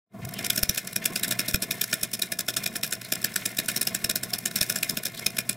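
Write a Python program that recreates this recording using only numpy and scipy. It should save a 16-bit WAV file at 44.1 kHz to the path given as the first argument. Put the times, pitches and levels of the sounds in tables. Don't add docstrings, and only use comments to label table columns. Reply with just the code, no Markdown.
import sys
import numpy as np
from scipy import signal
from scipy.fft import rfft, irfft
from scipy.io import wavfile

SR = 44100
rng = np.random.default_rng(int(sys.argv[2]) if len(sys.argv) > 2 else 0)


def output_pcm(signal):
    pcm = np.clip(np.atleast_2d(signal).T, -1, 1) * 32767
    wavfile.write(sys.argv[1], SR, np.round(pcm).astype(np.int16))


N = 245195
SIZE = 2 ** 18
HZ, TIME = np.fft.rfftfreq(SIZE, 1 / SR), np.arange(N) / SR
EDGE_HZ = 15850


def amp(db):
    return 10 ** (np.asarray(db) / 20)


def unit(x):
    return x / np.sqrt(np.mean(x ** 2) + 1e-20)


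def read(points, hz=HZ):
    table_hz, value = np.transpose(points)
    return np.interp(np.log(hz + 1), np.log(table_hz), value)


def add(mix, s, sound):
    part = mix[round(s * SR):][:len(sound)]
    part += sound[:len(part)]


def filtered(x, response):
    return irfft(rfft(x, SIZE) * response)[..., :N]


def causal(db):
    log_gain = np.log(unit(amp(db)))
    mirrored = np.r_[log_gain, log_gain[-2:0:-1]]
    return np.exp(np.conj(signal.hilbert(mirrored)))[:len(db)]


def colour(x, db):
    return filtered(x, causal(db))


def drift(rate_hz):
    return unit(filtered(rng.standard_normal(SIZE), 1 / (1 + (HZ / rate_hz) ** 4)))


def tilt(hz, bright):
    return read([(800, 0), (1600, -bright), (12000, bright)], hz)


def bump(hz, centre, width):
    return 1 / (1 + (2 * (hz - centre) / width) ** 2)


# (time_s, rubbing_db, hiss_db, rumble_db)
DRUM_NOISE = [(.15, -60, -65, 5), (.31, -55, -55, 3.5), (.43, -45, -48.5, 6), (.6, -50, -43, 1.5),
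              (.88, -51.5, -50, 0), (1.02, -50.5, -50, 1.5), (1.25, -44, -47, 3), (1.55, -49.5, -49, 1),
              (1.9, -48.5, -45, 0.5), (2.2, -53, -50.5, -2.5), (2.7, -54.5, -51, 0), (3.1, -49, -48.5, 0),
              (3.35, -50, -50, -1), (3.75, -47.5, -44, 2.5), (4.33, -52, -52, 0), (4.8, -47.5, -41, 1),
              (5.05, -51.5, -53, -0.5), (5.55, -52.5, -50, 0.5)]
# (frequency_hz, relative_level_db)
RUB_COLOUR = [(150, -21), (400, -17.5), (700, -3.5), (900, -12.5), (1250, -8.5), (1700, 1), (1900, 1.5),
              (2150, 5.5), (2450, 0), (2900, -8), (4000, -6.5), (8000, -53)]


def rustle(rub_db=-2.24, hiss_db=-3.5, rub_lumps_db=3.0, hiss_lumps_db=3.0, catch_db=2.23,
           flight_s=0.017, flight_width_s=0.0074, flight_db=-3):
    s, rub, hiss, _ = np.transpose(DRUM_NOISE)
    falling = sum(np.exp(-((TIME - slap[0] + flight_s) / flight_width_s).clip(-6, 6) ** 2 / 2)
                  for slap in SLAPS)
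    contact_db = flight_db * falling + catch_db * drift(7.2)
    lumpy_noise = rng.standard_normal(N) * amp(rub_lumps_db * drift(54))
    rubbing = unit(colour(lumpy_noise, read(RUB_COLOUR)))
    graininess_db = hiss_lumps_db * drift(150) + 2.26 * drift(80)
    grains = unit(rng.standard_normal(N) * amp(graininess_db))
    return (rubbing * amp(np.interp(TIME, s, rub) + rub_db + contact_db),
            grains * amp(np.interp(TIME, s, hiss) + hiss_db + contact_db))


# (frequency_hz, relative_level_db)
RUMBLE_COLOUR = [(20, -18), (50, -34), (90, -10), (135, 0.5), (185, 8), (240, -0.5), (290, -14.5),
                 (380, -11.5), (490, -6.5), (570, -21), (670, -7), (900, -25.5), (1060, -16), (2500, -41)]


def background(murmur_db=-46.0, hum_db=-55.0, hum_hz=120, apart_db=-18, lumps_db=3.5, waver_db=2):
    s, *_, rumble = np.transpose(DRUM_NOISE)
    swell = amp(np.interp(TIME, s, rumble))
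    lumps = unit(amp(lumps_db * drift(38.6)))
    common, apart = colour(rng.standard_normal((2, N)) * swell * lumps, read(RUMBLE_COLOUR))
    rumbling = common + amp(apart_db) * np.array([apart, -apart])
    tone = np.sqrt(2) * np.sin(2 * np.pi * hum_hz * TIME + 0.48 * drift(1.1))
    hum = tone * swell * amp(waver_db * drift(3.7))
    return amp(murmur_db) * rumbling + amp(hum_db) * hum


def shudder(start_s=0.15, length_s=0.21, level_db=-38.5, pitch_hz=129.3, wander_hz=20):
    out, swell = np.zeros(N), np.hanning(round(length_s * SR))
    cycles = np.cumsum(pitch_hz + wander_hz * drift(42)[:len(swell)]) / SR
    add(out, start_s, amp(level_db) * swell * unit(np.sin(2 * np.pi * cycles)))
    return out


# (middle_s, half_length_s, level_db, pitch_hz)
SCUFFS = [(0.232, 0.025, -49, 2020), (0.374, 0.042, -45.5, 2940), (0.449, 0.037, -42.5, 2220),
          (0.889, 0.037, -52, 5600), (1.03, 0.024, -41, 2040), (3.054, 0.031, -48, 4230),
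          (3.281, 0.026, -44, 2130), (5.147, 0.013, -44.5, 3970), (5.181, 0.021, -40.5, 3940)]


def scuffs(scuff_db=-1, width_hz=600):
    out = np.zeros(N)
    for s, half_length, db, hz in SCUFFS:
        noise = rng.standard_normal(SR // 10)
        tone = unit(signal.lfilter(*signal.iirpeak(hz, hz / width_hz, SR), noise))
        stroke = np.hanning(round(2 * half_length * SR))[:len(tone)]
        add(out, s - half_length, amp(db + scuff_db) * stroke * tone[:len(stroke)])
    return out


def crack(tint, fall_s, skirt, skirt_s, rise_s, snap=2.43, snap_s=0.00086, snap_hz=8000, grain_db=2.0):
    t = np.arange(1024) / SR
    hz = np.fft.rfftfreq(len(t), 1 / SR)
    signs = rng.choice([-1., 1.], len(t))
    contacts = (1 - np.exp(-t / rise_s)) * signs * amp(grain_db * rng.standard_normal(len(t)))
    burst = rfft(contacts * (np.exp(-t / fall_s) + skirt * np.exp(-t / skirt_s)))
    treble = hz ** 2 / (hz ** 2 + snap_hz ** 2)
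    burst += snap * rfft(contacts * np.exp(-t / snap_s)) * treble
    return unit(irfft(burst * causal(tint(hz)))) * np.sqrt(175 / len(t))


# (start_s, level_db)
TIMED_TICKS = [(0.2516, -34), (.2904, -36), (0.3395, -32.5), (.4652, -25.5), (.5315, -32.5), (.561, -23.5),
               (0.591, -29), (0.7474, -30), (.849, -41), (.8762, -36.5), (.9305, -32.5), (1.043, -34),
               (1.1342, -38), (1.196, -31.5), (1.2446, -27), (1.249, -36), (1.281, -28), (1.3235, -38),
               (1.4027, -32), (1.49, -30.5), (1.511, -31), (1.5584, -27.5), (1.7182, -29), (1.914, -38),
               (1.9395, -22.5), (2.0132, -36), (2.4078, -26.5), (2.636, -34.5), (2.6752, -30), (2.765, -25),
               (2.865, -33.5), (2.9106, -34), (2.934, -26), (3.0165, -35), (3.0488, -37), (3.136, -28),
               (3.341, -36), (3.4569, -25.5), (3.5713, -29), (3.6602, -36), (3.716, -33), (3.7724, -28),
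               (3.7776, -30.5), (3.829, -25.5), (4.112, -25.5), (4.172, -38), (4.5127, -35), (4.587, -33.5),
               (4.6294, -22), (4.6647, -39), (4.7864, -32), (4.9082, -30), (5.035, -31.5), (5.0654, -32),
               (5.148, -40), (5.1758, -38.5), (5.3694, -29.5), (5.5294, -36.5)]


def ticks(tick_db=-1, bright_db=0.5, vary_db=2.0, random_per_s=8, random_db=-34, spread_db=4.5,
          release_s=0.0195, release_jitter_s=0.0016, release_db=-48):
    out, first_slap_s = np.zeros(N), SLAPS[0][0]
    chance = rng.standard_normal((200, 4))
    random_times = first_slap_s + np.cumsum(np.exp(.5 * chance[:, 0])) / random_per_s
    random_ticks = zip(random_times, random_db + spread_db * chance[:, 1])
    releases = [(slap[0] - release_s + release_jitter_s * late, release_db + spread_db * level)
                for slap, (late, level) in zip(SLAPS, chance[:, 2:])]
    for s, db in [*TIMED_TICKS, *releases, *random_ticks]:
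        bright = bright_db + vary_db * rng.standard_normal()
        sound = crack(lambda hz: tilt(hz, bright), fall_s=0.0015, skirt=0.36, skirt_s=0.0032, rise_s=0.00063)
        add(out, s, amp(db + tick_db) * sound)
    return out


# (start_s, level_db, fall_s, brightness_db, pitch_hz, lift_db, clatter_db, housing_knock_db)
SLAPS = [(0.391, -30.5, 0.00062, -5, 3500, 16, -42, -34.5), (0.4469, -25.5, .0015, -1, 5870, 17, -36, -42),
         (0.5034, -15.5, 0.00052, -2, 3080, 5, -42, -45),
         (0.5783, -20.5, 0.0019, -2.5, 1530, 3.5, -34, -28.5),
         (0.633, -15, 0.00071, 2, 4630, 15, -41, -40.5), (.695, -16, 0.00042, 2.5, 5870, 4, -35, -29.5),
         (0.7778, -20.5, 0.004, 4, 2700, 8, -31, -54), (.963, -18.5, 0.0007, 0, 1520, 6, -44, -32),
         (1.058, -15, 0.0016, 2.5, 2270, 8, -34.5, -38), (1.1601, -21, 0.0018, -4, 2620, 6, -31.5, -37),
         (1.2341, -20.5, 0.0013, 1.5, 3800, 10, -30, -38),
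         (1.3115, -19.5, 0.0014, 2.5, 3730, 10, -29.5, -35),
         (1.3932, -19.5, 0.0015, -1, 2580, 13.5, -31.5, -30),
         (1.4845, -24, 0.00055, -1, 4200, 11, -33, -30.5),
         (1.5446, -17.5, 0.00084, -1.5, 6630, 5, -39, -28.5),
         (1.6234, -21.5, 0.0014, 7.5, 4400, 14, -31, -32.5),
         (1.7107, -19.5, 0.00084, 2, 3620, 9.5, -36.5, -36),
         (1.8155, -17.5, 0.0021, 2.5, 3350, 6, -36.5, -50.5), (1.9306, -20, .0009, -6.5, 2220, 2, -36, -31),
         (2.0337, -16.5, 0.0004, 3, 4580, 3, -35, -35.5),
         (2.1353, -21.5, 0.0066, 4.5, 5200, 2, -35.5, -37.5),
         (2.222, -19.5, 0.001, 4.5, 3880, 13.5, -33, -47),
         (2.3215, -21.5, 0.0036, 4, 1890, 19.5, -38, -34.5),
         (2.3917, -19.5, 0.00083, -0.5, 3830, 5.5, -36, -35),
         (2.4856, -21, 0.0024, -3.5, 1600, -0.5, -30, -38), (2.5679, -19, 0.0052, -4, 9000, 15, -32.5, -43),
         (2.663, -21.5, 0.0017, -1, 2240, 6, -37, -35), (2.7575, -28.5, 0.002, -2.5, 1654, 9, -42, -35.5),
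         (2.834, -23, .0006, -2.5, 2400, 12, -30.5, -33), (2.926, -23, 0.002, -3, 7750, 2, -36, -47),
         (3.1239, -16, 0.0015, 1.5, 3300, 6, -39, -36), (3.2458, -16, 0.0016, 5.5, 1710, 17, -33, -31.5),
         (3.3618, -18.5, .0009, -4.5, 7850, 8, -35, -41), (3.4614, -20, .0005, 0, 7360, 11, -42.5, -33.5),
         (3.5884, -18.5, 0.001, 1, 4420, 9, -32, -30.5), (3.6864, -20.5, 0.0022, -2, 2780, 12, -29.5, -34),
         (3.7642, -21, 0.00074, 1, 5660, 9, -41, -35), (3.8153, -18, .0014, 5, 1950, 2, -32.5, -36),
         (3.873, -18.5, .0018, 2, 4600, 7, -31, -34), (3.9493, -20, 0.00048, -2.5, 7360, 14, -33.5, -35.5),
         (4.0455, -18, 0.001, 3, 5400, 12.5, -37, -31.5), (4.098, -18.5, 0.001, 2, 3900, 13.5, -33.5, -32),
         (4.1585, -18.5, 0.0013, 8, 4830, 6, -34, -35.5), (4.2348, -22.5, 0.0027, 4.5, 1780, 14, -38, -35),
         (4.3365, -21.5, 0.00051, -4, 5510, 6.5, -31, -61), (4.4588, -18, .0006, 0, 3030, 8.5, -30, -36),
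         (4.56, -18.5, 0.0014, 1.5, 1410, 8.5, -29.5, -32.5),
         (4.6127, -15.5, 0.0018, -1, 1580, -4, -31, -32), (4.6997, -17.5, 0.00088, 4, 1380, 13, -32.5, -32),
         (4.7605, -22, 0.00083, -5, 7350, 20, -37, -40), (4.8316, -19, 0.00075, -2, 2820, 5, -35, -41),
         (4.897, -22.5, 0.00055, -4.5, 9600, 13, -40, -32.5),
         (4.973, -21.5, 0.00044, 2.5, 1600, 10, -37.5, -30.5), (5.055, -23, 0.0017, 3, 3900, 9, -35.5, -39),
         (5.2655, -15.5, 0.0018, 2, 2200, 6, -40.5, -31), (5.387, -18.5, 0.0018, -2.5, 2300, 7.5, -34, -32),
         (5.4952, -18.5, 0.00033, -3.5, 10100, 11, -35, -36.5)]


def slaps(slap_db=-2.79, ring_width_hz=520, stray_db=3, stray_hz=900, scrape_db=-12, scrape_s=0.0016,
          clatter_db=-2, bounce_s=0.0089, spread_s=0.0097, lumpy_db=4):
    out, friction, t = np.zeros(N), np.zeros(N), np.arange(SR // 20) / SR
    strays = 2000 * 2 ** rng.uniform(0, 2.5, (len(SLAPS), 3))
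    for (s, db, fall_s, bright, pitch, lift, clatter, _), others in zip(SLAPS, strays):
        def tint(hz):
            chance_rings = stray_db * sum(bump(hz, other, stray_hz) for other in others)
            return tilt(hz, bright) + lift * bump(hz, pitch, ring_width_hz) + chance_rings
        add(out, s, amp(db + slap_db) * crack(tint, fall_s, skirt=0.18, skirt_s=0.0047, rise_s=0.00028))
        add(friction, s - t[-1], amp(db + scrape_db) * np.exp(-(t[::-1] / scrape_s) ** 2 / 2))
        add(friction, s, amp(clatter + clatter_db) * np.exp(-((t - bounce_s) / spread_s) ** 2 / 2))
    lumpy_noise = unit(rng.standard_normal(N) * amp(lumpy_db * drift(330)))
    return out + friction * lumpy_noise


# (pitch_hz, level_db, t60_s)
HOUSING_MODES = [(189.8, -1, 0.098), (229, -35, 0.038), (160, -7.5, 0.1), (363, -18, 0.1), (482, -20, 0.2),
                 (629, -7.5, 0.031)]


def housing(knock_db=4.5, late_s=0.00028, rise_s=0.0021):
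    blows, t = np.zeros(N), np.arange(SR // 4) / SR
    for s, *_, knock in SLAPS:
        add(blows, s + late_s, amp([knock + knock_db]))
    ring = sum(amp(db - 60 * t / t60) * np.cos(2 * np.pi * hz * t) for hz, db, t60 in HOUSING_MODES)
    swing = signal.oaconvolve(blows, ring * (1 - np.exp(-t / rise_s)))[:N]
    return filtered(swing, HZ ** 2 / (HZ ** 2 + 70 ** 2))


# (start_s, peak_db)
PUFFS = [(0.503, -35), (.634, -19.5), (.695, -24), (1.545, -16.5), (2.034, -36), (4.045, -32), (4.103, -40),
         (4.613, -29), (5.266, -35)]


def puffs(width_s=0.001, late_s=0.0019, puff_db=-4):
    out, t = np.zeros(N), np.arange(SR // 50) / SR
    for s, db in PUFFS:
        add(out, s, -amp(db + puff_db) * np.exp(-((t - late_s) / width_s) ** 2 / 2))
    return out


# (frequency_hz, t60_s)
ROOM_DECAY = [(200, 0.43), (1500, 0.22), (5000, 0.13), (15000, 0.044)]
# (frequency_hz, side_level_db)
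NEAR_WIDTH = [(100, -30), (350, -15), (1300, -10), (2500, -23), (5000, -20.5), (10000, -68), (13500, -15)]


def room(x, wet_db=-16.5, side_db=-8):
    hz, t, z = signal.stft(rng.standard_normal((2, SR // 2)), SR, nperseg=256)
    decay = amp(-60 * t / read(ROOM_DECAY, hz)[:, None])
    tails = signal.istft(z * decay, SR, nperseg=256)[1]
    t = np.arange(tails.shape[1]) / SR
    tails = tails * (1 - np.exp(-t / 0.00011))
    near = rng.standard_normal(len(t)) * t * np.exp(-t / .002)
    mid, side, close = (signal.oaconvolve(x, echo / np.linalg.norm(echo))[:N] for echo in (*tails, near))
    side = amp(wet_db + side_db) * side + filtered(close, amp(read(NEAR_WIDTH)))
    return x + amp(wet_db) * mid + np.array([side, -side])


# (frequency_hz, relative_level_db)
CARD_COLOUR = [(60, -41), (300, 0), (480, 0.5), (720, 0.5), (900, -12.5), (1150, -8.5), (1450, 3.5),
               (2000, -5), (3000, -2.5), (4500, -2.5), (6500, 0), (10000, 1.35), (12500, 0.84),
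               (15500, -1.5)]
# (pitch_hz, width_hz, lift_db)
CARD_RINGS = [(1702, 233, 10), (2446, 420, 11), (2820, 49, 4), (3668, 690, 8.5), (5395, 725, 13),
              (7650, 330, 6.5), (9470, 790, 4.5), (12040, 650, 4)]


def scene(hiss_ring=0.59):
    rubbing, hiss = rustle()
    card_db = read(CARD_COLOUR) - 40 * (HZ > EDGE_HZ + 1000)
    ring_db = sum(db * bump(HZ, hz, width) for hz, width, db in CARD_RINGS)
    struck = colour(slaps() + ticks(), card_db + ring_db)
    sliding = colour(hiss, card_db + hiss_ring * ring_db)
    in_room = room(struck + sliding + rubbing + scuffs() + housing())
    return in_room + puffs() + shudder() + background()


# (frequency_hz, delay_ms)
DOUBLING_DELAY = [(660, 3.03), (1020, 2.94), (1450, 2.78), (1750, 2.857), (2130, 2.82), (2760, 2.899),
                  (3480, 2.874), (5190, 2.89), (7520, 2.926), (9800, 2.959), (12500, 2.96), (15580, 2.9525)]
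# (frequency_hz, left_minus_right_db)
BALANCE = [(60, 0), (170, -.8), (350, .5), (700, 1.4), (1400, 1), (3000, .7), (5500, 0), (13000, .3)]
# (time_s, gain_db)
FADE_IN = [(0, -94), (.09, -43), (.12, -14), (.16, -2.5), (.22, 3.5)]


def record(dry, lead=0.45):
    doubling = 1 + lead * np.exp(2j * np.pi * HZ * read(DOUBLING_DELAY) / 1000)
    balance = amp(np.outer([.5, -.5], read(BALANCE)))
    fade = amp(np.interp(TIME, *np.transpose(FADE_IN)))
    sound = filtered(dry, doubling * balance) * fade
    low_pass = signal.firwin(255, EDGE_HZ, window=("kaiser", 8), fs=SR)
    return signal.oaconvolve(sound, low_pass[None], "same")


dry = scene()
out = record(dry)
output_pcm(out)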